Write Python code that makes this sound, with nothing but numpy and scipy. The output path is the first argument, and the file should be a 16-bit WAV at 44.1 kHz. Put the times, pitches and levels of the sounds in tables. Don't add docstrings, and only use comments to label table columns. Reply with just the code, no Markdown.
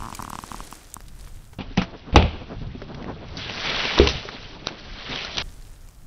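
import sys
import numpy as np
from scipy import signal
from scipy.fft import rfft, irfft
from scipy.io import wavfile
from scipy.ndimage import uniform_filter1d

SR = 44100
rng = np.random.default_rng(int(sys.argv[2]) if len(sys.argv) > 2 else 0)


def store_wav(level_fs):
    pcm = np.round(np.clip(np.atleast_2d(level_fs), -1, 1) * 32767)
    wavfile.write(sys.argv[1], SR, pcm.T.astype(np.int16))


N = 267422

# start_s, board_name, ring_db, rattle_db, rattle_decay_s, crush_db, crush_decay_s
FOOTFALLS = [(1.587, "short", -26.5, -29.5, 0.18, -38.5, 0.15),
             (1.607, "short", -30.5, -26.5, 0.051, -33.5, 0.1),
             (1.7775, "short", -11, -12, 0.08, -24.5, 0.19), (1.815, "short", -18.5, -28, 0.14, -49, .06),
             (2.126, "loose", -47, -40, 0.32, -36.5, 0.23), (2.145, "short", -11, -25, 0.14, -39, .1),
             (2.159, "loose", -2, -6.5, 0.21, -11.5, 0.12), (2.192, "loose", -38, -16, 0.31, -30, 0.66),
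             (2.224, "loose", -45, -22.5, 0.15, -16, 0.021), (2.246, "short", -45, -36, 0.25, -44, 0.08),
             (3.9975, "long", -8.5, -22.5, 0.6, -23, 0.19)]
BOARD_TONES = {"short": [(62, -39, 0.13), (125, -19, 0.0983), (181.6, -1, 0.11), (249, -5, 0.088),
               (378, -16.5, 0.075), (486, -5, 0.023), (669, -23, 0.3)], "loose": [(48.3, -33, 0.96),
               (80, -12.5, 0.54), (125.6, -29, 0.2), (331, -1, 0.054), (482, -3, 0.077), (660, -43, 0.1233),
               (841, 3.5, 0.0345), (1073, 14, 0.0068)], "long": [(45, -12, 0.17), (69, -0.5, 0.26),
               (266, -10, 0.19), (360, 7, 0.066), (406.3, -0.5, 0.23), (467, -8, 0.25), (820, -36, .07)]}
# start_s, level_db, pitch_hz
FOOT_KNOCKS = [(1.707, -31.5, 270), (1.783, -18, 206), (2.129, -15.5, 53.3), (2.168, -8, 61),
               (2.226, -11, 113), (2.246, -14.5, 59), (2.529, -29, 292), (2.546, -30.5, 85.5),
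               (2.614, -24, 153), (2.673, -31, 127), (2.749, -24.5, 249), (2.817, -27, 390),
               (2.897, -34, 193), (2.943, -27.5, 143), (3.016, -31, 243), (3.064, -26.5, 204),
               (3.092, -22.5, 241), (3.162, -33.5, 445), (3.371, -27.5, 175), (3.851, -26.5, 220),
               (4.102, -23, 105), (4.154, -23, 78.5), (4.25, -26.5, 401), (5.384, -29, 77)]
# start_s, level_db, pitch_hz, decay_s, stem_db
TWIG_CRACKS = [(1.771, -31, 2200, .012, -5), (1.7745, -15.5, 2400, 0.027, -4),
               (1.817, -23.5, 1460, 0.099, -22), (2.159, -9, 3620, 0.023, -10.5),
               (2.8187, -33, 1460, 0.029, 2.5), (2.946, -33.5, 2390, 0.033, -19),
               (3.0255, -38, 1950, .025, -7), (3.044, -33, 1880, 0.005, 7), (3.3707, -29, 4500, 0.11, -28),
               (3.4974, -23.5, 2700, 0.0066, -1), (3.853, -21, 2980, 0.02, -1),
               (3.979, -16.5, 974, 0.083, -13.5), (3.989, -8.5, 3800, 0.0087, -16),
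               (4.0732, -11.5, 3000, .028, -6), (4.088, -17.5, 3720, 0.13, -18.5),
               (4.2886, -24.5, 1240, 0.034, -12), (4.671, -12, 3880, 0.006, -3),
               (4.684, -28, 1480, 0.053, -15), (5.16, -22.5, 3220, 0.006, -17),
               (5.2485, -25.5, 3980, 0.037, -5.5), (5.3714, -17, 3320, 0.013, -31),
               (5.382, -14, 3720, 0.028, -31)]
BLADE_SNAPS = [(.1495, -33, 6800, 0.028, -3), (.224, -26.5, 5860, 0.0036, -3),
               (.2995, -36.5, 7900, 0.024, -23), (.713, -41, 9900, 0.019, -12),
               (.9416, -25.5, 8200, 0.0066, -30), (1.0055, -41, 4800, 0.0049, 4),
               (1.083, -49, 4057, 0.042, -20), (1.273, -51, 1390, 0.05, -1), (1.532, -49.5, 1250, 0.055, 0),
               (5.888, -48, 6950, .008, .5)]
# start_s, catch_count, level_db, tick_db
STALK_FLICKS = [(.0036, 1, -29, 8), (0.0218, 1, -24, -2), (0.0343, 5, -26.5, -3), (0.0848, 1, -25.5, -2),
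                (.102, 1, -27.5, -10), (0.1258, 1, -23.5, 7), (.1921, 2, -22.5, -4), (0.225, 1, -22.5, -7),
                (.249, 1, -24, 6), (.278, 1, -24, -15), (.303, 1, -23.5, -7), (.331, 1, -21, 5.5),
                (.354, 1, -22.5, 7.5), (0.3883, 1, -21, 8.5), (0.4373, 1, -24, 6), (.5162, 1, -21.5, 5.5),
                (.544, 1, -23, -10), (0.6037, 1, -24.5, 7.5), (0.7256, 1, -26.5, 10), (0.9657, 1, -26.5, 0)]
# pitch_hz, level_db, decay_s
TOCK_TONES = [(113.3, -12, 0.034), (200, -4, 0.025), (1028, 11.5, 0.0078)]
TICK_TONES = [(2860, 1.5, 0.0028), (5600, -3, 0.0034), (7750, 0, 0.0027)]

# peak_s, level_db, rise_s, hold_s, fall_s
LEG_SWEEPS = [(3.39, -34.5, 0.022, 0.01, 0.26), (3.66, -26, 0.31, 0.33, 0.43), (4.4, -45, 0.42, 0.06, 0.24),
              (4.67, -39, 0.045, 0.018, 0.072), (4.75, -45.5, 0.35, 0.35, 0.35),
              (5.12, -31.5, 0.21, .1, 0.31), (5.39, -29, 0.088, 0.041, 0.11)]
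SOLE_SCUFFS = [(1.86, -40, .1, 0.02, .2), (3.1, -31.5, 0.077, 0.012, 0.064), (4.3, -42, 0.6, 0.1, .3)]
BOARD_SWAYS = [(2.57, 1.5, 0.044, 0.12, 0.45), (2.92, -2.5, 0.16, 0.55, .3)]
GRASS_STIRS = [(0, -51, .1, 0.73, 0.51), (.55, -51.5, 0.28, 0.057, 0.057), (1.2, -57, .25, 0.044, 0.79),
               (5.44, -57, 0.28, 0.012, 1.35)]

# frequency_hz, level_db
RATTLE_COLOUR = [(30, 1.5), (90, 11), (200, 5.5), (330, -7.5), (500, 1), (620, -4.5), (820, -2),
                 (1150, -22), (2000, -46.5), (5000, -53.5)]
CRUSH_COLOUR = [(300, -17.5), (1200, 0.5), (1750, -6.5), (2150, -2.5), (2450, 4), (3400, -0.5),
                (4300, -7.5), (5200, -16), (6200, -25)]
LEAF_COLOUR = [(88, -32), (150, -1), (254, -15.5), (456, -2), (508, -7), (611, -3.5), (807, -6),
               (956, -5.5), (3340, -1.5), (4210, -4.5), (6000, -14), (7800, -50), (13200, -120)]
HOLLOW_COLOUR = [(50, -24), (110, -4), (220, -0.5), (400, -6.5), (800, -10.5), (1500, -18.5), (4000, -46)]
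SWAYING_COLOUR = [(15, -12.5), (32, 2), (70, 0), (130, -1.5), (220, -12.5), (600, -58)]
GRASS_COLOUR = [(180, -8), (300, 0), (620, -6.5), (1640, -9), (2520, -11.5), (3690, -11.5), (4720, -12.5),
                (8140, -12.5), (8700, -12.5), (14800, -25.5), (15500, -38.5)]
WIND_COLOUR = [(12, 2), (30, 9), (60, -0.5), (120, -5), (200, -15), (400, -33), (1000, -47.5), (3000, -82)]
AIR_COLOUR = [(150, -56), (250, -4), (366, -21), (717, -12.5), (867, -18), (1510, -16), (3280, -44),
              (4960, -24), (15500, -25.5)]

WALK_START_S, WALK_END_S = 1.587, 5.424
WALK_CUTOFF_HZ, SPILL_CUTOFF_HZ, TOP_CUTOFF_HZ = 6200, 9600, 15700


def footsteps(heel_s=0.00055):
    t, out = np.arange(SR * 3 // 4) / SR, np.zeros(N)
    contact = 1 - np.exp(-t / heel_s)
    for start_s, board, ring_db, rattle_db, rattle_decay_s, crush_db, crush_decay_s in FOOTFALLS:
        thud = amp(ring_db) * ring(BOARD_TONES[board], t)
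        rattle = amp(rattle_db) * noise(RATTLE_COLOUR, len(t)) * fade(t, rattle_decay_s)
        crush = amp(crush_db) * noise(CRUSH_COLOUR, len(t)) * fade(t, crush_decay_s)
        add(out, start_s, (thud + rattle + crush) * contact)
    return out


def leaves(sweeping, bands=7):
    ticks = crackle(per_s=1400, spread_db=-1.5, decay_s=0.0027, low_hz=690, high_hz=5700)
    spectrum = rfft(colour(rng.standard_normal(N) + amp(-6) * ticks, LEAF_COLOUR))
    hz, centres_hz = np.fft.rfftfreq(N, 1 / SR), np.geomspace(400, 5500, bands)
    swish = np.zeros(N)
    for share in np.eye(bands):
        band = irfft(spectrum * np.interp(hz, centres_hz, share), N)
        swish += band * flutter(per_s=19, depth_db=1.85)
    return amp(0) * sweeping * unit(swish)


def breaks(rows, click_db, click_decay_s, splinter_db):
    t, out = np.arange(SR // 12) / SR, np.zeros(N)
    for start_s, level_db, hz, decay_s, stem_db in rows:
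        click = ring([(hz, click_db, click_decay_s)], t)
        band = signal.butter(1, [hz / 1.6, min(hz * 1.5, SR / 2 - 1)], "bandpass", fs=SR)
        hiss = unit(signal.lfilter(*band, rng.standard_normal(len(t))))
        splinters = amp(splinter_db) * hiss * fade(t, decay_s)
        stem = ring([(hz / 6, stem_db, decay_s), (hz / 2.9, stem_db + 2, decay_s)], t)
        add(out, start_s, amp(level_db) * (click + splinters + stem))
    return out


def small_breaks(movement, offset_db, spread_db, middle_hz, decay_s, stem_db, count):
    rows = []
    for when, size, pitch in rng.random((count, 3)):
        level_db = 20 * np.log10(movement[int(when * N)] + 1e-9) + offset_db + spread_db * (size - .5)
        rows.append((when * N / SR, level_db, middle_hz * 2 ** (pitch - .5), decay_s, stem_db))
    return rows


def shuffle(rest_db=-44, stride_db=-10.5, sole_s=0.0016):
    t = np.arange(SR // 2) / SR
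    strides = amp(stride_db) * swells(LEG_SWEEPS)
    weight = np.sqrt(amp(rest_db) ** 2 + swells(SOLE_SCUFFS) ** 2 + strides ** 2)
    out = amp(-3) * weight * noise(HOLLOW_COLOUR) * flutter(per_s=14, depth_db=5)
    contact = 1 - np.exp(-t / sole_s)
    for start_s, level_db, hz in FOOT_KNOCKS:
        decay_s = 0.088 * (200 / hz) ** 0.39
        knock = ring([(hz, 0, decay_s), (hz * 1.485, -7, decay_s), (hz * 2.78, -11, decay_s / 2)], t)
        add(out, start_s, amp(level_db) * knock * contact)
    return out


def swaying_board():
    return amp(-37) * swells(BOARD_SWAYS) * noise(SWAYING_COLOUR) * flutter(per_s=14, depth_db=-1)


def overload(x, ceiling=.92, spill=.33):
    flattened = np.clip(x, -ceiling, ceiling)
    return (1 - spill) * low_pass(flattened, WALK_CUTOFF_HZ) + spill * low_pass(flattened, SPILL_CUTOFF_HZ)


def stalk_flicks(push_s=0.00074, slip_s=.0088, detune=.027):
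    t, out = np.arange(SR // 20) / SR, np.zeros(N)
    contact = 1 - np.exp(-(t / push_s) ** 2)
    for start_s, catch_count, level_db, tick_db in STALK_FLICKS:
        for catch in range(catch_count):
            detuned_t = t * (1 + detune * rng.standard_normal())
            flick = ring(TOCK_TONES, detuned_t) + amp(tick_db) * ring(TICK_TONES, detuned_t)
            add(out, start_s + catch * slip_s, amp(level_db) * contact * flick)
    return signal.lfilter(*signal.iirnotch(500, Q=1.9, fs=SR), out)


def grass(brushing):
    ticks = crackle(per_s=3300, spread_db=9.5, decay_s=0.0014, low_hz=1500, high_hz=14640)
    rustle = colour(rng.standard_normal(N) + amp(-3) * ticks, GRASS_COLOUR)
    return amp(4.5) * brushing * rustle * flutter(per_s=31, depth_db=.8)


def wind():
    return amp(-43.5) * noise(WIND_COLOUR) * flutter(per_s=5.6, depth_db=2.7)


def still_air():
    return amp(-61) * noise(AIR_COLOUR)


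def crackle(per_s, spread_db, decay_s, low_hz, high_hz, pitches=16):
    t, out = np.arange(SR // 100) / SR, np.zeros(N)
    for hz in np.geomspace(low_hz, high_hz, pitches):
        sizes = amp(spread_db * np.minimum(rng.exponential(1, N), 4))
        clicks = sizes * rng.choice([-1, 1], N) * (rng.random(N) < per_s / pitches / SR)
        out += np.sqrt(hz) * signal.oaconvolve(clicks, ring([(hz, 0, decay_s)], t))[:N]
    return unit(out)


def swells(rows):
    t, power = np.arange(N) / SR, np.zeros(N)
    for peak_s, level_db, rise_s, hold_s, fall_s in rows:
        before = np.maximum(peak_s - t, 0) / rise_s
        after = np.maximum(t - peak_s - hold_s, 0) / fall_s
        power += amp(level_db - 20 * (before + after)) ** 2
    return np.sqrt(power)


def flutter(per_s, depth_db):
    hz = np.fft.rfftfreq(N, 1 / SR)
    slow_noise = irfft(rfft(rng.standard_normal(N)) * np.exp(-(hz / per_s) ** 2), N)
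    return amp(depth_db * unit(slow_noise))


def ring(tones, t):
    return sum(amp(db) * fade(t, decay_s) * np.sin(2 * np.pi * hz * t) for hz, db, decay_s in tones)


def fade(t, decay_s):
    return np.exp(-np.log(1000) * t / decay_s)


def noise(points, length=N):
    return colour(rng.standard_normal(length), points)


def colour(x, points):
    points_hz, points_db = np.transpose(points)
    hz = np.fft.rfftfreq(len(x), 1 / SR)
    gain = amp(np.interp(np.log(hz + 1), np.log(points_hz), points_db))
    return unit(irfft(rfft(x) * gain, len(x)))


def low_pass(x, hz):
    return signal.oaconvolve(x, signal.firwin(511, hz, window=("kaiser", 9), fs=SR), "same")


def amp(db):
    return 10 ** (np.asarray(db) / 20)


def unit(x):
    return x / np.sqrt(np.mean(x ** 2) + 1e-20)


def add(mix, start_s, sound):
    part = mix[max(round(start_s * SR), 0):][:len(sound)]
    part += sound[:len(part)]


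def scene():
    t = np.arange(N) / SR
    walking = uniform_filter1d(((t > WALK_START_S) & (t < WALK_END_S)) * 1., size=44)
    brushing = swells(GRASS_STIRS)
    sweeping = np.hypot(swells(LEG_SWEEPS), amp(-52))
    small_snaps = small_breaks(brushing, offset_db=4, spread_db=10, middle_hz=5560,
                               decay_s=.012, stem_db=-15, count=50)
    small_cracks = small_breaks(sweeping, offset_db=-9, spread_db=4, middle_hz=3080,
                                decay_s=.01, stem_db=3, count=40)
    near = grass(brushing) + still_air() + stalk_flicks()
    near += breaks(BLADE_SNAPS + small_snaps, click_db=3, click_decay_s=0.0068, splinter_db=5)
    twigs = breaks(TWIG_CRACKS + small_cracks, click_db=7, click_decay_s=0.0051, splinter_db=-2)
    walk = footsteps() + shuffle() + swaying_board() + leaves(sweeping) + twigs
    dull_walk = overload(low_pass(walk, WALK_CUTOFF_HZ))
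    return (walking * dull_walk + (1 - walking) * near + wind())[None]


def record(dry):
    return low_pass(dry[0], TOP_CUTOFF_HZ)[None]


dry = scene()
out = record(dry)
store_wav(out)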